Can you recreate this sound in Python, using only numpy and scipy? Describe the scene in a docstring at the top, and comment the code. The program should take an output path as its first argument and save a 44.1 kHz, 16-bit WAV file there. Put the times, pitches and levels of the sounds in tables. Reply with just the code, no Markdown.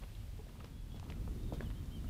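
"""Soft footsteps on a timber boardwalk among trees, over a low rumble and a faint hiss.
Heels knock the planks (short pushes and ringing tones), soles scuff (grainy noise), grit and joints
tick (tiny bands of noise), one plank groans and a loose board clacks (fading tones).
The rumble (shaped noise and a drone) swells halfway through. Far birds whistle in gliding tones, and
one calls in a blurred band of noise. The trees answer steps and birds with a fading echo."""
import sys
import numpy as np
from scipy import signal
from scipy.fft import rfft, irfft, next_fast_len
from scipy.io import wavfile
from scipy.ndimage import map_coordinates

SR = 44100
rng = np.random.default_rng(int(sys.argv[2]) if len(sys.argv) > 2 else 0)


def wav_out(sig):
    """Save sig, one row per channel (or a flat mono array), as 16-bit PCM at SR to the path in sys.argv[1]."""
    wavfile.write(sys.argv[1], SR, np.round(np.clip(np.atleast_2d(sig).T, -1, 1) * 32767).astype(np.int16))


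N = 92565  # length of the scene in samples


def amp(db):
    """Turn decibels into a plain multiplier."""
    return 10 ** (np.asarray(db) / 20)


def unit(x):
    """Scale a sound to an average (rms) level of 1."""
    return x / np.sqrt(np.mean(x ** 2) + 1e-20)


def along(points, hz):
    """Read a value at each frequency from (Hz, value) points on a log axis."""
    point_hz, values = np.transpose(points)
    return np.interp(np.log(hz + 1), np.log(point_hz + 1), values)


def curve(rows):
    """Draw straight lines through (seconds, value) rows, one value per sample."""
    return np.interp(np.arange(N) / SR, *np.transpose(rows))


def wobble(rate):
    """A smooth random curve through 'rate' random points a second."""
    points = rng.standard_normal(int(N * rate / SR) + 4)
    return map_coordinates(points, [np.arange(N) * rate / SR])


def filtered(x, response):
    """Multiply each frequency of a sound by response(Hz)."""
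    size = next_fast_len(N + 8192)
    hz = np.fft.rfftfreq(size, 1 / SR)
    return irfft(rfft(x, size) * response(hz), size)[:N]


def noise(spectrum):
    """Random noise coloured by (Hz, dB) points, at an rms level of 1."""
    return unit(filtered(rng.standard_normal(N), lambda hz: amp(along(spectrum, hz))))


def add(track, start_s, sound):
    """Mix a sound into the track at a time in seconds."""
    part = track[max(round(start_s * SR), 0):][:len(sound)]
    part += sound[:len(part)]


# How the noise of the rumble is coloured. Each row: frequency in Hz, relative strength per Hz in dB.
RUMBLE_COLOUR = [(12, -17), (25, -6.5), (33, 0.5), (42, 2), (52, -0.5), (80, -1), (110, -7.5), (150, -28),
                 (300, -53)]
# The swell of the rumble, before the trims below. Each row: time in seconds, level in dB.
RUMBLE_SWELL = [(0, -50), (.15, -44.5), (.36, -46.5), (.46, -49), (.8, -50.5), (.96, -47), (1.15, -46),
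                (1.22, -41), (1.4, -42), (1.6, -44), (1.69, -42), (1.82, -44.5), (2.1, -41.5)]
RUMBLE_NOISE_DB, DRONE_DB, DRONE_HZ = -1, -6.5, 42


def rumble(drone_wander_rad=0.97):
    """Low noise mixed with a deep tone that wavers because its phase wanders."""
    phase = 2 * np.pi * DRONE_HZ * np.arange(N) / SR + drone_wander_rad * wobble(8.22)
    drone = np.sqrt(2) * np.sin(phase)  # rms 1, like the noise
    mix = amp(RUMBLE_NOISE_DB) * noise(RUMBLE_COLOUR) + amp(DRONE_DB) * drone
    return amp(curve(RUMBLE_SWELL)) * mix


# The colour of the rumble's upper body. Each row: frequency in Hz, relative strength per Hz in dB.
BODY_COLOUR = [(60, -14.5), (120, 1.5), (215, -5), (300, -10.5), (450, -24.5), (700, -32), (1200, -32),
               (3000, -48)]
# Its loudness over time, before the trim below. Each row: time in seconds, level in dB.
BODY_SWELL = [(0, -57), (.44, -61), (.68, -55.5), (.85, -55), (1.05, -51.5), (1.28, -50), (1.5, -51),
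              (1.65, -48), (1.75, -51.5), (1.86, -51.5), (2.1, -51.5)]


def rumble_body(trim_db=1.5, uneven_db=1.28):
    """The upper body of the rumble: noise whose level wavers at random."""
    level_db = curve(BODY_SWELL) + trim_db + uneven_db * wobble(13.9)
    return amp(level_db) * noise(BODY_COLOUR)


# The colour of the surge. Each row: frequency in Hz, relative strength per Hz in dB.
SURGE_COLOUR = [(120, -35), (230, -2.5), (330, 0.5), (450, -3.5), (650, -24), (1500, -42)]
# The rise and fall of the surge, before its wavering. Each row: time in seconds, level in dB.
SURGE_SWELL = [(.95, -76), (1.13, -62), (1.42, -58.5), (1.66, -60), (1.8, -86)]


def surge(uneven_db=3.0):
    """An uneven burst of low-mid noise while the rumble is high."""
    level_db = curve(SURGE_SWELL) + uneven_db * wobble(20)
    return amp(level_db) * noise(SURGE_COLOUR)


# The colour of the hiss. Each row: frequency in Hz, relative strength per Hz in dB.
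HISS_COLOUR = [(200, 11.5), (600, 16.5), (1200, 9), (2200, 9), (3200, 9.5), (4500, 6.5), (6500, 2),
               (10000, 1), (15500, -1)]
# The loudness of the hiss, before the trim below. Each row: time in seconds, level in dB.
HISS_SWELL = [(0, -69.5), (.3, -71), (.6, -71.5), (.8, -73.5), (1.05, -71.5), (1.35, -72), (2.1, -71)]


def hiss(trim_db=6.5):
    """Faint wide-band noise with a slowly drifting level."""
    return amp(curve(HISS_SWELL) + trim_db) * noise(HISS_COLOUR)


# How long the echo lasts. Each row: frequency in Hz, time to fade by 60 dB in seconds.
TREE_FADES = [(200, 0.54), (2000, 0.5), (8000, 0.17)]


def trees(x):
    """Diffuse echo of rails and trunks: a noise tail whose treble dies first smears the sound."""
    hz, t, bands = signal.stft(rng.standard_normal(SR // 2), SR, nperseg=256)
    fade = amp(-60 * t / along(TREE_FADES, hz)[:, None])
    tail = signal.istft(bands * fade, SR, nperseg=256)[1]
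    return signal.fftconvolve(x, tail / np.linalg.norm(tail))[:N]


# Bird whistles, before a slight flutter in level.
# Each row: start in seconds, length in seconds, level in dB, then start, middle and end pitch in Hz.
BIRD_WHISTLES = [(.725, 0.11, -73.5, 3316, 3365, 3360), (0.899, 0.095, -68, 3290, 3380, 3300),
                 (1.515, 0.053, -67, 3600, 3690, 3670), (1.612, 0.051, -68, 3500, 3400, 3250),
                 (1.655, 0.028, -61, 3170, 3010, 2870), (1.755, 0.056, -68, 3090, 3170, 3150),
                 (1.905, 0.096, -63, 2970, 3145, 2710), (2.069, .06, -62, 2760, 3030, 3000)]


def whistles(flutter_db=1.2):
    """Thin clean tones whose pitch arches smoothly through three values."""
    out = np.zeros(N)
    for start_s, length_s, db, *pitches in BIRD_WHISTLES:
        u = np.linspace(0, 1, int(length_s * SR))  # 0 to 1 through the whistle
        hz = np.polyval(np.polyfit([0, .5, 1], pitches, 2), u)
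        swell = np.sqrt(np.abs(np.sin(np.pi * u)))
        add(out, start_s, amp(db) * swell * np.sin(2 * np.pi * np.cumsum(hz) / SR))
    return out * amp(flutter_db * wobble(50))


# The rise and fall of a far bird's long call. Each row: time in seconds, level in dB.
FAR_CALL_SWELL = [(1.2, -97), (1.29, -85), (1.45, -74), (1.57, -76), (1.65, -83)]


def far_call(pitch_hz=3670, spread_hz=120):
    """One long call blurred by distance: a narrow band of noise around one pitch."""
    def band(hz):
        return np.exp(-.5 * ((hz - pitch_hz) / spread_hz) ** 2)
    return amp(curve(FAR_CALL_SWELL)) * unit(filtered(rng.standard_normal(N), band))


def groan(centre_s=.402, width_s=0.014, level_db=-52, hz=438, overtone_hz=830, overtone_db=-13):
    """A plank flexes under the foot: one short hollow tone with an overtone."""
    t = np.arange(N) / SR - centre_s
    tone = np.sin(2 * np.pi * hz * t) + amp(overtone_db) * np.sin(2 * np.pi * overtone_hz * t)
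    return amp(level_db) * np.exp(-(t / width_s) ** 2) * tone


# The colour of grit under a sole. Each row: frequency in Hz, relative strength per Hz in dB.
GRIT_COLOUR = [(200, -20), (500, 8.5), (1100, 8), (2000, -3), (3300, -0.5), (4800, -10.5), (7000, -13.5),
               (12000, -21)]
# Soles rubbing on the planks.
# Each row: start in seconds, level in dB, length in seconds, brightness in dB per octave.
SOLE_SCUFFS = [(0.019, -55.5, 0.037, -1.5), (0.39, -58, 0.016, -13), (0.482, -61.5, 0.026, 0.5),
               (0.597, -61, 0.041, 0.5), (.637, -63.5, 0.067, 1.5), (0.953, -61.5, 0.045, 1.5),
               (1.032, -63, 0.051, 1), (1.079, -60.5, 0.064, 0), (1.271, -64, 0.018, -5),
               (1.458, -66, 0.05, 2), (1.526, -59, 0.077, 2.5), (1.612, -57, 0.045, 0),
               (1.7, -59, 0.027, -2)]


def scuffs(peak_share=0.22):
    """Grainy friction that rises fast and fades, with its own brightness for each sole."""
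    out, t = np.zeros(N), np.arange(SR // 4) / SR
    for start_s, db, length_s, tilt in SOLE_SCUFFS:
        u = t / (peak_share * length_s)  # reaches 1 at the loudest moment
        grains = amp(3.5 * wobble(900))
        colour = [(hz, level + tilt * np.log2(hz)) for hz, level in GRIT_COLOUR]
        rub = unit(grains * noise(colour))
        add(out, start_s, amp(db) * u * np.exp(1 - u) * rub[:len(t)])
    return out


# Dry clicks of grit and plank joints. Each row: start in seconds, level in dB, centre in Hz,
# width in octaves, time to fade by 60 dB in seconds.
GRIT_TICKS = [(0.0357, -51, 2020, 0.54, 0.018), (0.1501, -53.5, 3420, 0.22, 0.016),
              (0.485, -56.5, 1100, 0.7, 0.012), (0.6045, -48, 1800, 0.84, 0.0074),
              (.6060, -52, 1290, 0.16, 0.02), (0.6437, -45.5, 2400, 0.6, 0.0049),
              (0.6461, -48, 3300, 0.57, 0.0066), (.6460, -55, 3220, 0.061, 0.015),
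              (.9190, -54.5, 3300, 0.18, .012), (0.9972, -44.5, 3140, 0.72, 0.0061),
              (1.1008, -42, 2650, 0.23, 0.0075), (1.1040, -47, 5460, 0.15, 0.0034),
              (1.1038, -48.5, 2160, 0.67, 0.0071), (1.1221, -40.5, 2390, 0.28, 0.0068),
              (1.4330, -55, 4600, 0.31, 0.0081), (1.5240, -45, 920, 0.11, .012),
              (1.6069, -40, 1250, 0.27, 0.0088), (1.608, -50.5, 2900, .6, 0.0089),
              (1.7027, -44, 2180, 0.43, 0.005), (1.7107, -52, 2070, 0.54, 0.008),
              (1.8580, -54.5, 4970, 0.31, 0.0071), (2.0430, -57, 1330, 0.12, 0.04)]


def ticks(rise_s=0.0002):
    """Each click rings for some milliseconds, spread over a band around its centre."""
    out, t = np.zeros(N), np.arange(2048) / SR
    grid_hz = np.fft.rfftfreq(len(t), 1 / SR) + 1  # 1 Hz up, to avoid the log of zero
    for start_s, db, hz, width, t60 in GRIT_TICKS:
        response = np.exp(-.5 * (np.log2(grid_hz / hz) / width) ** 2)
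        band = irfft(rfft(rng.standard_normal(len(t))) * response)
        shape = amp(-60 * t / t60) * (1 - np.exp(-t / rise_s))
        click = shape * band
        # the click gets the same energy as its fading shape
        add(out, start_s, amp(db) * np.linalg.norm(shape) * click / np.linalg.norm(click))
    return out


# The tones of a loose board. Each row: pitch in Hz, level in dB, time to fade by 60 dB in seconds.
BOARD_TONES = [(1710, -43, 0.02), (1990, -50, 0.0074)]


def clack(start_s=1.6072):
    """A loose board clacks under a heel: a short hard note of fading tones."""
    out, t = np.zeros(N), np.arange(SR // 8) / SR
    note = sum(amp(db - 60 * t / t60) * np.sin(2 * np.pi * hz * t) for hz, db, t60 in BOARD_TONES)
    add(out, start_s, note)
    return out


# The tones a plank rings with, before a little random scatter in level.
# Each row: pitch in Hz, relative level in dB, time to fade by 60 dB in seconds.
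PLANK_TONES = [(229, 7, 0.12), (288, -3, 0.12), (363.4, 3.5, 0.13), (414, -6, 0.069), (458.4, 8.5, 0.073),
               (536, -1, 0.097), (587, -7.5, 0.15), (676, -2, 0.069), (844, -34, .06), (1050, -23, 0.046),
               (1314, -13, 0.072), (1720, -15, 0.061)]
# Shoe contacts. Each row: start in seconds, level in dB, pitch of the push in Hz,
# plank ring in dB compared with the push (before the ring is halved).
SHOE_KNOCKS = [(.0290, -54, 860, -3), (.4675, -52, 560, -9), (.4850, -55, 420, -4),
               (0.555, -51.5, 910, -18), (0.5892, -55, 640, -7), (0.6425, -49.5, 470, -9.5),
               (0.9442, -48.5, 636, -5), (0.965, -54, 610, -9), (0.998, -50, 970, -17),
               (1.0288, -44.5, 805, -20), (1.0662, -51, 890, -4), (1.1002, -44, 1000, -12.5),
               (1.1690, -56, 615, -14), (1.2769, -44, 1020, -21), (1.2789, -46, 526, -16),
               (1.5236, -35, 568, -9), (1.5362, -42, 450, -9), (1.6062, -36, 430, -14),
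               (2.0440, -51.5, 680, -11)]
CONTACT_CYCLES = 0.51  # cycles until the push is strongest; it then fades
CONTACT_RISE = 1.02  # higher starts more softly


def plank_ring(t, scatter_db=2):
    """A struck plank sounds many fading tones at once, each starting at a random phase."""
    ring = np.zeros(len(t))
    for hz, db, t60 in PLANK_TONES:
        level = amp(db + scatter_db * rng.normal() - 60 * t / t60)
        ring += level * np.sin(2 * np.pi * (hz * t + rng.random()))
    return ring


def knocks(ring_rise_s=0.0047):
    """Each contact is a push of about two cycles, and the plank rings briefly after it."""
    out, t = np.zeros(N), np.arange(SR // 4) / SR
    for start_s, db, hz, ring_db in SHOE_KNOCKS:
        u = t * hz / CONTACT_CYCLES
        push = (u * np.exp(1 - u)) ** CONTACT_RISE * np.sin(2 * np.pi * hz * t)
        ring = plank_ring(t) * (1 - np.exp(-t / ring_rise_s))
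        add(out, start_s, amp(db) * (push + .5 * amp(ring_db) * ring))
    return out


def scene(step_echo_db=-15.5, bird_echo_db=-9):
    """The background, far birds and near steps, with the trees echoing birds and steps."""
    air = rumble() + rumble_body() + surge() + hiss()
    song = whistles() + far_call()
    steps = groan() + scuffs() + ticks() + clack() + knocks()
    echo = amp(bird_echo_db) * trees(song) + amp(step_echo_db) * trees(steps)
    return (air + song + steps + echo)[None]


def record(dry, top_hz=15606):
    """Remove everything from the band limit upward."""
    return filtered(dry[0], lambda hz: hz < top_hz)[None]


dry = scene()
out = record(dry)
wav_out(out)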